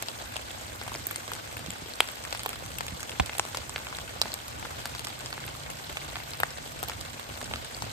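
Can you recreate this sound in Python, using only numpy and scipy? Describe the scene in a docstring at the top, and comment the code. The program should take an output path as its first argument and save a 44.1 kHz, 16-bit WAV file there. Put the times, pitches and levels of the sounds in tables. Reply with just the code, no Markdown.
"""A wood in steady rain, heard in stereo close to dry leaf litter.
Each drop flaps a leaf (a low pat), snaps its stiff blade (a crack) and bursts into spray: damped
resonators struck by a blow and a dying crackle of noise, then scattered by the litter and trunks.
Drips heavy to faint, narrow ticks, dull thuds and one struck stand join a fine patter.
Behind them lie far rain (filtered noise) and rumble like distant traffic (noise and wavering tones)."""
import sys
import numpy as np
from scipy import signal
from scipy.fft import rfft, irfft
from scipy.io import wavfile

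SR = 44100
rng = np.random.default_rng(int(sys.argv[2]) if len(sys.argv) > 2 else 0)


def materialize(psi):
    """Save the field psi as 16-bit PCM at rate SR to the path in sys.argv[1].

    A 1-D psi becomes a single channel; in a 2-D psi each row is a channel.
    """
    bounded = np.clip(np.atleast_2d(psi).T, -1, 1)
    quanta = np.round(bounded * 32767).astype(np.int16)
    wavfile.write(sys.argv[1], SR, quanta)


N = 349272

TOP_HZ = 15800  # upper band limit of the pickup


def undb(db):
    """Level to amplitude: 20 dB is a factor of ten."""
    return 10 ** (np.asarray(db) / 20)


def unit(x):
    """Normalise the mean power: scale to rms 1."""
    return x / np.sqrt(np.mean(x ** 2))


def shape(hz, points):
    """Spectral envelope at hz: (frequency_hz, gain_db) points joined along log frequency."""
    f, db = np.transpose(points)
    return undb(np.interp(np.log(np.maximum(hz, 1)), np.log(f), db))


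def colour(x, points):
    """Linear filtering: multiply the spectrum of x by an envelope, leaving phase alone."""
    hz = np.arange(N // 2 + 1) * SR / N
    return irfft(rfft(x) * shape(hz, points), N)


def curves(rows):
    """Slow modulation: linear interpolation of each column of a time table to every sample."""
    s, *columns = np.transpose(rows)
    return [np.interp(np.arange(N) / SR, s, c) for c in columns]


def walk(rate):
    """Random modulation: independent knots, rate per second, joined by lines and scaled to rms 1."""
    knots = rng.standard_normal(int(N / SR * rate) + 2)
    return unit(np.interp(np.arange(N) / SR * rate, np.arange(len(knots)), knots))


def resonance(hz, centre, q):
    """Damped harmonic oscillator: complex response with gain 1 at its centre."""
    damping = 1j * hz * centre / q
    return damping / (centre ** 2 - hz ** 2 + damping)


def swing(s, hz, db, decay_s):
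    """Free damped vibration: a sine that starts at s and decays exponentially."""
    t = np.maximum(np.arange(N) / SR - s, 0)
    return -undb(db) * np.sin(2 * np.pi * hz * t) * np.exp(-t / decay_s)


def spread(mid, side):
    """Diffuse field: independent mid and side signals set the width of sound from all around."""
    # columns: frequency_hz, side_minus_mid_db
    width = [(60, -11), (110, -6.5), (200, -5), (380, -1), (700, 6), (1300, 4.5), (2400, -0.5), (4400, 0),
             (8100, -3), (13000, -3)]
    return mid + np.array([[1], [-1]]) * colour(side, width)


def scatter(x, litter_db, litter_s, trunks_db, trunks_s, size=16384):
    """Multiple scattering: noise tails for the near litter and the trunks, independent at each port."""
    t = np.arange(size) / SR
    tail = 0
    for db, decay_s in ((litter_db, litter_s), (trunks_db, trunks_s)):
        envelope = np.exp(-t / decay_s) - np.exp(-10 * t / decay_s)
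        # unit energy, so db is the scattered energy relative to the direct sound
        tail = tail + undb(db) * unit(envelope * rng.standard_normal((2, size))) / np.sqrt(size)
    return x + signal.fftconvolve(x, tail, axes=1)[:, :N]


def impacts(rows, pat_q, crack_q, spray_hz, spray_q, spray_spread,
            crinkle, crinkle_s, fizz, fizz_s, size=512):
    """Impact excitation: drops strike leaf resonances; each part's dB is its energy over 1 ms."""
    s, pat_hz, pat_db, crack_hz, crack_db, spray_db, side = np.transpose(rows)[:, :, None]
    t, hz = np.arange(size) / SR, np.arange(size // 2 + 1) * SR / size
    ms, lead = 1e-3, 32  # one millisecond in s; room in samples for the earlier port
    port_lag_ms, port_shade_db = 0.542, 6  # far port against near one, for a drop fully to one side
    heavy_db = -12.5  # towards and above this a drop flattens the leaf in an ever cleaner smack
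    bead = np.exp(spray_spread * rng.standard_normal((len(s), 1)))  # finer spray ticks higher

    def part(centre, q, db, grit, decay_s):
        """Source and resonator: a sharp blow and dying crackle of contacts excite one resonance."""
        crackle = rng.standard_normal((len(s), size)) * np.exp(-t / decay_s)
        crackle = crackle * np.sqrt(2 / (decay_s * SR))  # about unit energy
        ring = (1 + grit * rfft(crackle)) * resonance(hz, centre, q) ** 2
        return ring * undb(db) * np.sqrt(ms * SR / np.mean(abs(ring) ** 2, axis=1, keepdims=True))

    grit = crinkle / (1 + undb(np.maximum(pat_db, crack_db) - heavy_db))
    # the leaf dips as one piece while its blade snaps the other way
    pat = part(pat_hz, pat_q, pat_db, grit, crinkle_s)
    crack = -part(crack_hz, crack_q, crack_db, grit, crinkle_s)
    spray = part(spray_hz * bead, spray_q, spray_db, fizz, fizz_s)
    places = np.maximum((s * SR).astype(int) - lead + np.arange(size), 0).ravel()
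    out = []
    for away in (side, -side):
        # the nearer port hears the drop louder and earlier
        delay_s = lead / SR + away * port_lag_ms * ms / 2
        port = undb(-away * port_shade_db / 2) * np.exp(-2j * np.pi * hz * delay_s)
        waves = irfft((pat + crack + spray) * port, size)
        out.append(np.bincount(places, waves.ravel(), N)[:N])
    return np.array(out)


def shower(count, near_db, reach, pat_hz, pat_db, pat_spread,
           crack_hz, crack_spread, spray_db, hardness_db):
    """Inverse-square law: drops fall evenly over ground out to reach listener heights, most of them faint."""
    when, area, bearing = rng.random((count, 3)).T
    # each drop leans toward a pat or toward spray; hardness_db sets how far and which way
    hard, small, stiff = np.clip(rng.standard_normal((count, 3)), -2, 2).T
    db = near_db - 10 * np.log10(1 + area * reach ** 2)
    top_db = -33  # light drops stay light
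    levels = [db + pat_db - hardness_db * hard, db, db + spray_db + hardness_db * hard]
    pat, crack, spray = np.minimum(levels, top_db)
    return np.column_stack([when * N / SR, pat_hz * np.exp(pat_spread * small), pat,
                            crack_hz * np.exp(crack_spread * stiff), crack, spray,
                            np.cos(np.pi * bearing)])


def splash(rows, below_db=-10.0, limit_db=-35.0, flight_s=0.0068, leaf_spread=0.84, count=2):
    """Secondary impacts: droplets from each drip land nearby after exponential random flights."""
    s, pat_hz, pat_db, crack_hz, crack_db, spray_db, side = np.repeat(rows, count, axis=0).T
    flight, leaf = rng.random((len(s), 2)).T
    pitch = np.exp(leaf_spread * (2 * leaf - 1))
    loudest_db = np.max([pat_db, crack_db, spray_db], axis=0)
    drop_db = np.minimum(below_db, limit_db - loudest_db)  # droplets stay small
    return np.column_stack([s - flight_s * np.log(1 - flight), pat_hz * pitch, pat_db + drop_db,
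                            crack_hz * pitch, crack_db + drop_db, spray_db + drop_db, side])


def far_traffic(pan_db=-2.5):
    """Noise and frequency modulation: lumpy low rumble, wavering engine drone and hum, a little right."""
    # rumble spectrum; columns: frequency_hz, relative_density_db (per Hz)
    rumble_spectrum = [(13, -57), (22, -29), (41, -8), (64, 2), (119, 1), (147, -4), (172, -8.5),
                       (209, -11), (242, -6.5), (260, -11), (340, -13), (570, -120)]
    # slow course of the rumble; columns: time_s, level_db
    rumble_level = [(0, -48.5), (4.1, -49), (5.9, -48.5), (6.8, -49), (7.92, -48)]
    # far engine through the trees, about which pitch and level waver; columns: time_s, pitch_hz, level_db
    engine = [(0, 107, -62), (1.1, 106.9, -52.5), (2.1, 109.6, -65), (3.5, 106.1, -63.5), (5.0, 124, -56.5),
              (5.6, 143.3, -51.5), (6.5, 143, -54.5), (7.92, 137.8, -78)]
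    hum_hz, hum_db = 237.8, -66
    lumps_db = 2.3  # rms unevenness of the rumble
    (level_db,), (hz, drone_db) = curves(rumble_level), curves(engine)
    noise = unit(colour(rng.standard_normal((2, N)), rumble_spectrum))
    rumble = spread(*noise) * undb(level_db + lumps_db * walk(13))
    for pitch, db in ((hz, drone_db), (np.full(N, hum_hz), hum_db)):
        phase = 2 * np.pi * np.cumsum(pitch * (1 + 0.0096 * walk(12))) / SR
        # moving air makes the tones fade in and out
        rumble = rumble + np.sqrt(2) * np.sin(phase) * undb(db + 2 * walk(9.4))
    return rumble * undb(np.array([[pan_db], [-pan_db]]) / 2)


def far_rain(flicker_db=2.04, count=9):
    """Incoherent summation: countless far drops merge into noise whose octave bands flicker separately."""
    # wash spectrum; columns: frequency_hz, relative_density_db (per Hz)
    wash_spectrum = [(100, -25), (180, -.5), (300, -2.5), (450, -2), (750, .5), (1150, -3), (1500, -4),
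                     (2000, -2.7), (2500, -3), (4200, -6), (5800, -7), (8200, -9), (9500, -11),
                     (11900, -13.5), (13800, -14), (15200, -36)]
    wash_db = -47.8  # mean level, before the flicker and slow swell
    hz = np.arange(N // 2 + 1) * SR / N
    octave = np.clip(np.log2(np.maximum(hz, 1) / TOP_HZ) + count - 1, 0, count - 1)
    noise = rfft(unit(colour(rng.standard_normal((2, N)), wash_spectrum)))
    wash = 0
    for k in range(count):
        band = irfft(noise * (np.round(octave) == k), N)
        wash = wash + band * undb(flicker_db * walk(70))
    swell_db = .4 * walk(5)
    return spread(*wash) * undb(wash_db + swell_db)


def thuds():
    """Damped modes: knocks through ground or stand ring at two pitches, then a lower boom follows."""
    # levels are starting amplitudes before the bass cut; left_share is left swing over right
    # columns: start_s, knock_hz, knock_db, boom_db, left_share
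    blows = [(1.684, 190, -31.5, -35, 0.43), (1.82, 175, -36, -37, 0.39), (2.922, 184, -33, -31, 0.53),
             (3.199, 177, -21.5, -18, -0.37)]
    knock_decay_s = 0.017
    tock_hz, tock_decay_s = 255, 0.0071  # the higher ring of every knock
    boom_hz, boom_decay_s, boom_late_s = 69.6, 0.011, 0.0059
    out = 0
    for s, hz, knock_db, boom_db, left in blows:
        knock = swing(s, hz, knock_db, knock_decay_s)
        knock = knock + swing(s, tock_hz, knock_db, tock_decay_s)
        boom = swing(s + boom_late_s, boom_hz, boom_db, boom_decay_s)
        # a negative share: the stand rocks and the ports move against each other
        out = out + np.array([[left], [1]]) * knock + boom
    # the ground radiates no deep bass
    return signal.sosfilt(signal.butter(2, 40, "high", fs=SR, output="sos"), out)


def stand():
    """Modal superposition: a drip strikes the stand, one mode of which rocks the ports in opposition."""
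    # modes of the stand, left_share being left swing over right
    # columns: pitch_hz, level_db, decay_s, left_share
    modes = [(470, -28, 0.0025, 0.34), (750, -11, 0.0043, -1.06), (760, -22.5, 0.006, 0.69),
             (1020, -20.5, 0.0043, 0.47)]
    strike_s = 3.1997
    return sum(np.array([[left], [1]]) * swing(strike_s, hz, db, decay_s)
               for hz, db, decay_s, left in modes)


def patter():
    """Random superposition: thousands of fine drops tick on the litter all around."""
    rows = shower(count=4500, near_db=-37.0, reach=7, pat_hz=900, pat_db=-2.0, pat_spread=0.46,
                  crack_hz=3200, crack_spread=0.56, spray_db=-5.5, hardness_db=3.0)
    hits = impacts(rows, pat_q=0.97, crack_q=1.3, spray_hz=8040, spray_q=1.2, spray_spread=0.25,
                   crinkle=1.0, crinkle_s=.002, fizz=.83, fizz_s=.00086)
    return scatter(hits, litter_db=-2.0, litter_s=.003, trunks_db=-14, trunks_s=0.034)


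def ticks(count=320, near_db=-36.5, reach=3.3, centre_hz=2400, pitch_spread=0.565):
    """Narrow resonance: brief ticks each ring at their own pitch, some close and many fainter around."""
    # close narrow ticks: ringing leaves, and bright bursts of fine spray near 12-13 kHz
    # columns: start_s, pitch_hz, level_db, side (-1 left to 1 right)
    close = [(0.0246, 12800, -30, 0.0), (0.087, 2900, -38, -0.5), (0.3685, 2880, -31, -0.4),
             (0.507, 3300, -32.5, -0.55), (0.827, 2080, -35, -0.14), (0.9186, 1020, -27.5, -0.36),
             (0.959, 5100, -29, -0.1), (1.937, 4340, -32, -0.36), (2.0057, 3190, -14, 0.0),
             (2.1165, 12800, -34, 0.1), (2.4635, 3960, -35, 0.5), (3.2012, 3470, -24.5, 0.054),
             (3.333, 2500, -28, -0.37), (3.7612, 2420, -37, -0.19), (3.95, 3680, -31, 0.62),
             (4.2161, 2600, -20, 0.41), (4.2163, 12700, -26, 0.116), (4.2165, 4650, -17, 0.45),
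             (4.2228, 4230, -22, 0.24), (4.319, 4400, -29, -0.26), (4.332, 4200, -31.5, -0.0048),
             (4.3409, 12200, -27, 0.0), (5.3282, 4370, -28.5, 0.35), (5.4654, 12800, -34, 0.0),
             (5.551, 1140, -36, 0.1), (5.703, 2730, -37, -0.66), (6.017, 2283, -33, 0.1),
             (6.4022, 2210, -23, -0.4), (6.4026, 12500, -28, -0.15), (6.4335, 1950, -15, -0.3),
             (7.747, 4730, -29, 0.46)]
    when, area, bearing = rng.random((count, 3)).T
    pitch = centre_hz * np.exp(pitch_spread * np.clip(rng.standard_normal(count), -1.8, 1.5))
    distant_db = near_db - 10 * np.log10(1 + area * reach ** 2)
    around = np.column_stack([when * N / SR, pitch, distant_db, np.cos(np.pi * bearing)])
    s, hz, db, side = np.vstack([close, around]).T
    pat_share, pat_db, spray_db = .35, -11, -12  # pat pitch and part levels relative to the ring
    rows = np.column_stack([s, hz * pat_share, db + pat_db, hz, db, db + spray_db, side])
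    hits = impacts(rows, pat_q=1.0, crack_q=3.6, spray_hz=7800, spray_q=0.99, spray_spread=0.19,
                   crinkle=0.43, crinkle_s=0.0019, fizz=0.63, fizz_s=.0009)
    return scatter(hits, litter_db=-11, litter_s=.0025, trunks_db=-20, trunks_s=.04)


def drips():
    """Impact radiation: drops off the branches strike close leaves, and more fall at random among them."""
    # listed drips, heavy to faint, levels relative to the drip layer's gain
    # columns: start_s, pat_hz, pat_db, crack_hz, crack_db, spray_db, side (-1 left to 1 right)
    listed = [(0.0245, 990, -34, 2600, -31, -20, -0.1), (0.0351, 885, -32, 4000, -39, -44, 0.55),
              (0.0853, 735, -28, 4520, -22, -35, -0.69), (0.359, 716, -27.5, 3300, -29, -45, 0.51),
              (0.3659, 890, -27, 2970, -24.5, -28, -0.6), (0.7598, 910, -38, 4200, -45, -33, -0.1),
              (0.8145, 840, -27, 3900, -30, -46, -0.38), (0.8787, 900, -24, 2200, -46, -31.5, -0.39),
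              (0.9419, 600, -39, 2400, -33, -28, 0.53), (0.9508, 850, -26, 2400, -36, -32, -0.079),
              (1.069, 770, -29, 4600, -41, -13.5, 0.86), (1.1108, 650, -45, 1680, -24, -21, 0.32),
              (1.1599, 650, -36, 1900, -26, -19.5, -0.36), (1.279, 1000, -26.5, 3500, -35, -32.5, 0.48),
              (1.3179, 1090, -23, 2900, -35, -29, -0.32), (1.335, 1000, -30, 4440, -28, -27, -0.66),
              (1.3515, 740, -35, 5200, -32, -32, 0.0029), (1.569, 1030, -28.5, 2600, -32, -30.5, -0.8),
              (1.5926, 600, -35, 2600, -37, -35, 0.0), (1.662, 650, -31, 4800, -28.5, -41, 0.64),
              (1.705, 850, -38, 2800, -28, -25, -0.75), (1.8878, 715, -36, 2800, -50, -47, -0.46),
              (2.0047, 740, -12.8, 2440, -8.5, -12.5, 0.05), (2.0397, 950, -48, 3500, -35, -36, -0.1),
              (2.0754, 730, -45, 4600, -31, -38, 0.2), (2.088, 1250, -27.5, 3700, -32, -36, -0.44),
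              (2.2393, 894, -34, 5200, -30, -44, -0.2), (2.251, 1450, -27, 4500, -37, -31, -0.26),
              (2.2762, 680, -39, 4200, -43, -50, 0.59), (2.3082, 930, -38, 5000, -29, -41, 0.55),
              (2.3271, 830, -21.5, 4530, -23, -36, -0.76), (2.349, 1026, -25, 2920, -33, -30, -0.36),
              (2.3943, 930, -36, 4700, -24, -36, 0.206), (2.4337, 1460, -32, 4200, -33, -28, 0.4),
              (2.461, 900, -18, 3200, -27, -20, 0.33), (2.4922, 650, -35, 1800, -28, -20.5, 0.55),
              (2.531, 1100, -30, 3400, -29.5, -36, -0.25), (2.6247, 602, -30.5, 3900, -47, -50, 0.77),
              (2.7853, 638, -40, 2530, -27, -22.5, -0.75), (2.8079, 900, -20.5, 4620, -28, -39, -0.72),
              (2.8666, 770, -38, 1600, -33, -27.5, 0.3), (2.8824, 620, -39, 2600, -26.5, -33, 0.2),
              (3.0055, 1500, -42, 5200, -29, -30, 0.2), (3.03, 1100, -29, 3200, -37, -25, 0.28),
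              (3.095, 1490, -28.5, 3950, -27, -32, -0.21), (3.1178, 980, -38, 2820, -30, -43, 0.0),
              (3.1984, 900, -16.5, 2400, -18, -23, 0.087), (3.261, 646, -42, 4200, -29, -29, 0.78),
              (3.2952, 640, -29.5, 1970, -24, -43, -0.084), (3.3518, 650, -32, 3300, -30, -38, 0.2),
              (3.3829, 650, -30, 2600, -30, -18.5, 0.52), (3.3962, 870, -13.5, 2900, -20, -15, -0.2),
              (3.4518, 850, -29, 3600, -34, -37, 0.44), (3.5473, 900, -22.5, 4600, -35, -27, 0.0),
              (3.5519, 1140, -36, 4600, -31, -29, 0.1), (3.5719, 704, -26.5, 2560, -25.5, -21, -0.32),
              (3.6946, 900, -30.5, 4300, -29, -25, 0.2), (3.7609, 850, -28.5, 2370, -20, -36, 0.0),
              (3.7808, 1470, -28, 4000, -34, -50, 0.29), (3.869, 950, -30.5, 2600, -28, -52, 0.23),
              (3.927, 1250, -26.5, 2200, -40, -50, -0.35), (3.9689, 1070, -44, 4500, -35, -28, 0.37),
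              (3.9866, 1170, -26, 4600, -32, -33, -0.23), (4.1622, 600, -31, 3000, -50, -50, 0.68),
              (4.2159, 880, -20.5, 4570, -12.5, -19.5, 0.348), (4.2567, 816, -24.5, 4600, -45, -53, 0.017),
              (4.3407, 643, -33, 4650, -23, -24, -0.21), (4.4815, 930, -41, 5200, -31, -30, 0.1),
              (4.6274, 796, -27, 2200, -37, -50, -0.76), (4.6527, 1210, -25.5, 4600, -42, -47, -0.16),
              (4.8018, 864, -38, 2200, -40, -43, -0.6), (4.8563, 1020, -23.5, 4640, -23, -33, 0.0),
              (4.95, 1000, -29, 4620, -27, -40, -0.31), (4.9942, 810, -31, 3540, -26.5, -31, -0.81),
              (5.048, 900, -31, 5030, -24, -41, 0.59), (5.07, 1500, -25.5, 4600, -27, -31, 0.26),
              (5.2178, 760, -32.5, 3600, -50, -50, 0.22), (5.2601, 696, -36, 4400, -26.5, -32, -0.2),
              (5.3278, 1060, -25, 4160, -33, -58, 0.4), (5.379, 786, -31, 1910, -30, -57, 0.13),
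              (5.4652, 600, -48, 2900, -49, -36, 0.0), (5.479, 900, -37, 2926, -30, -48, 0.0),
              (5.7028, 600, -42, 2720, -37, -28, -0.1), (5.8992, 620, -32.5, 3200, -34, -37, -0.13),
              (5.9708, 850, -26.5, 2570, -22, -32, 0.34), (6.1568, 644, -37, 2120, -23, -49, 0.15),
              (6.1671, 644, -38, 1810, -26, -39, 0.34), (6.1869, 600, -43, 1620, -39, -45, 0.14),
              (6.202, 890, -35, 2100, -33, -50, -0.77), (6.3351, 960, -39, 4400, -30.5, -25, 0.087),
              (6.402, 790, -23.5, 2500, -24, -22, -0.39), (6.4333, 950, -16, 1690, -12, -26, -0.3),
              (6.506, 1090, -39, 5000, -30.5, -40, -0.078), (6.7206, 1020, -43, 5100, -40, -35, 0.1),
              (6.8295, 756, -21, 3040, -33, -23, -0.55), (6.8365, 760, -25.5, 3400, -33, -24, -0.37),
              (6.8844, 750, -31.5, 3320, -28, -19.5, 0.33), (6.8973, 1220, -23, 4670, -29, -26, -0.29),
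              (6.9176, 595, -39, 1800, -29.5, -44, 0.1), (7.011, 701, -34.5, 4200, -30, -27.5, 0.52),
              (7.196, 750, -28.5, 2900, -33, -33, 0.96), (7.341, 830, -38, 4400, -37, -47, 0.32),
              (7.4142, 994, -27.5, 4080, -36, -33, 0.0), (7.4279, 640, -28.5, 5200, -31, -49, 0.79),
              (7.4427, 600, -43, 5200, -29, -37, 0.2), (7.512, 950, -26.5, 2700, -37, -46, 0.52),
              (7.5373, 690, -27.5, 2500, -20, -43, 0.24), (7.559, 1100, -27.5, 4600, -27.5, -51, 0.31),
              (7.6466, 1500, -43, 4100, -32, -34, 0.2), (7.8225, 1000, -22, 4530, -28, -25.5, -0.43)]
    random_drips = shower(count=26, near_db=-34.0, reach=1.5, pat_hz=950, pat_db=-4.0, pat_spread=0.35,
                          crack_hz=2500, crack_spread=1.0, spray_db=2.5, hardness_db=-1.5)
    rows = np.vstack([listed, random_drips])
    rows = np.vstack([rows, splash(rows)])
    hits = impacts(rows, pat_q=0.83, crack_q=1.09, spray_hz=8600, spray_q=1.3, spray_spread=0.26,
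                   crinkle=.9, crinkle_s=0.0029, fizz=1.9, fizz_s=.0009)
    gain_db = -1.7
    return undb(gain_db) * scatter(hits, litter_db=-11.5, litter_s=0.0025,
                                   trunks_db=-16.5, trunks_s=0.095)


def scene():
    """Linear superposition: close drops, coloured by the housing, over the far sounds and knocks."""
    # how the housing colours close drops; columns: frequency_hz, gain_db
    housing = [(100, -2), (400, 2), (700, 0), (1400, -.5), (2800, .5), (4400, 1), (5800, -5.5), (8100, 1),
               (10400, -1), (12800, -0.5), (14500, -3.5), (16000, -18)]
    close = colour(drips() + ticks() + patter(), housing)
    return close + far_rain() + far_traffic() + thuds() + stand()


def ports(x):
    """Mid-side filtering: spaced ports hear the treble in and out of step by turns along frequency."""
    # columns: frequency_hz, mid_db, side_db
    port_response = [(4200, 0, 0), (5500, -0.5, 2), (7000, 0, -1), (8100, 1.5, -9), (9300, 0, 1),
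                     (9700, -3, 3), (10400, -18, 4), (11200, -9, 4), (12000, 0.5, -4), (13000, 1.5, -7),
                     (14500, 0, -3)]
    hz, mid_db, side_db = np.transpose(port_response)
    mid = colour((x[0] + x[1]) / 2, np.column_stack([hz, mid_db]))
    side = colour((x[0] - x[1]) / 2, np.column_stack([hz, side_db]))
    return np.array([mid + side, mid - side])


def record(dry):
    """Saturation and band limiting: the ports' signal clips at full scale, then loses its top."""
    low_pass = signal.ellip(10, .2, 90, TOP_HZ, fs=SR, output="sos")
    return signal.sosfilt(low_pass, np.clip(ports(dry), -1, 1))


dry = scene()
out = record(dry)
materialize(out)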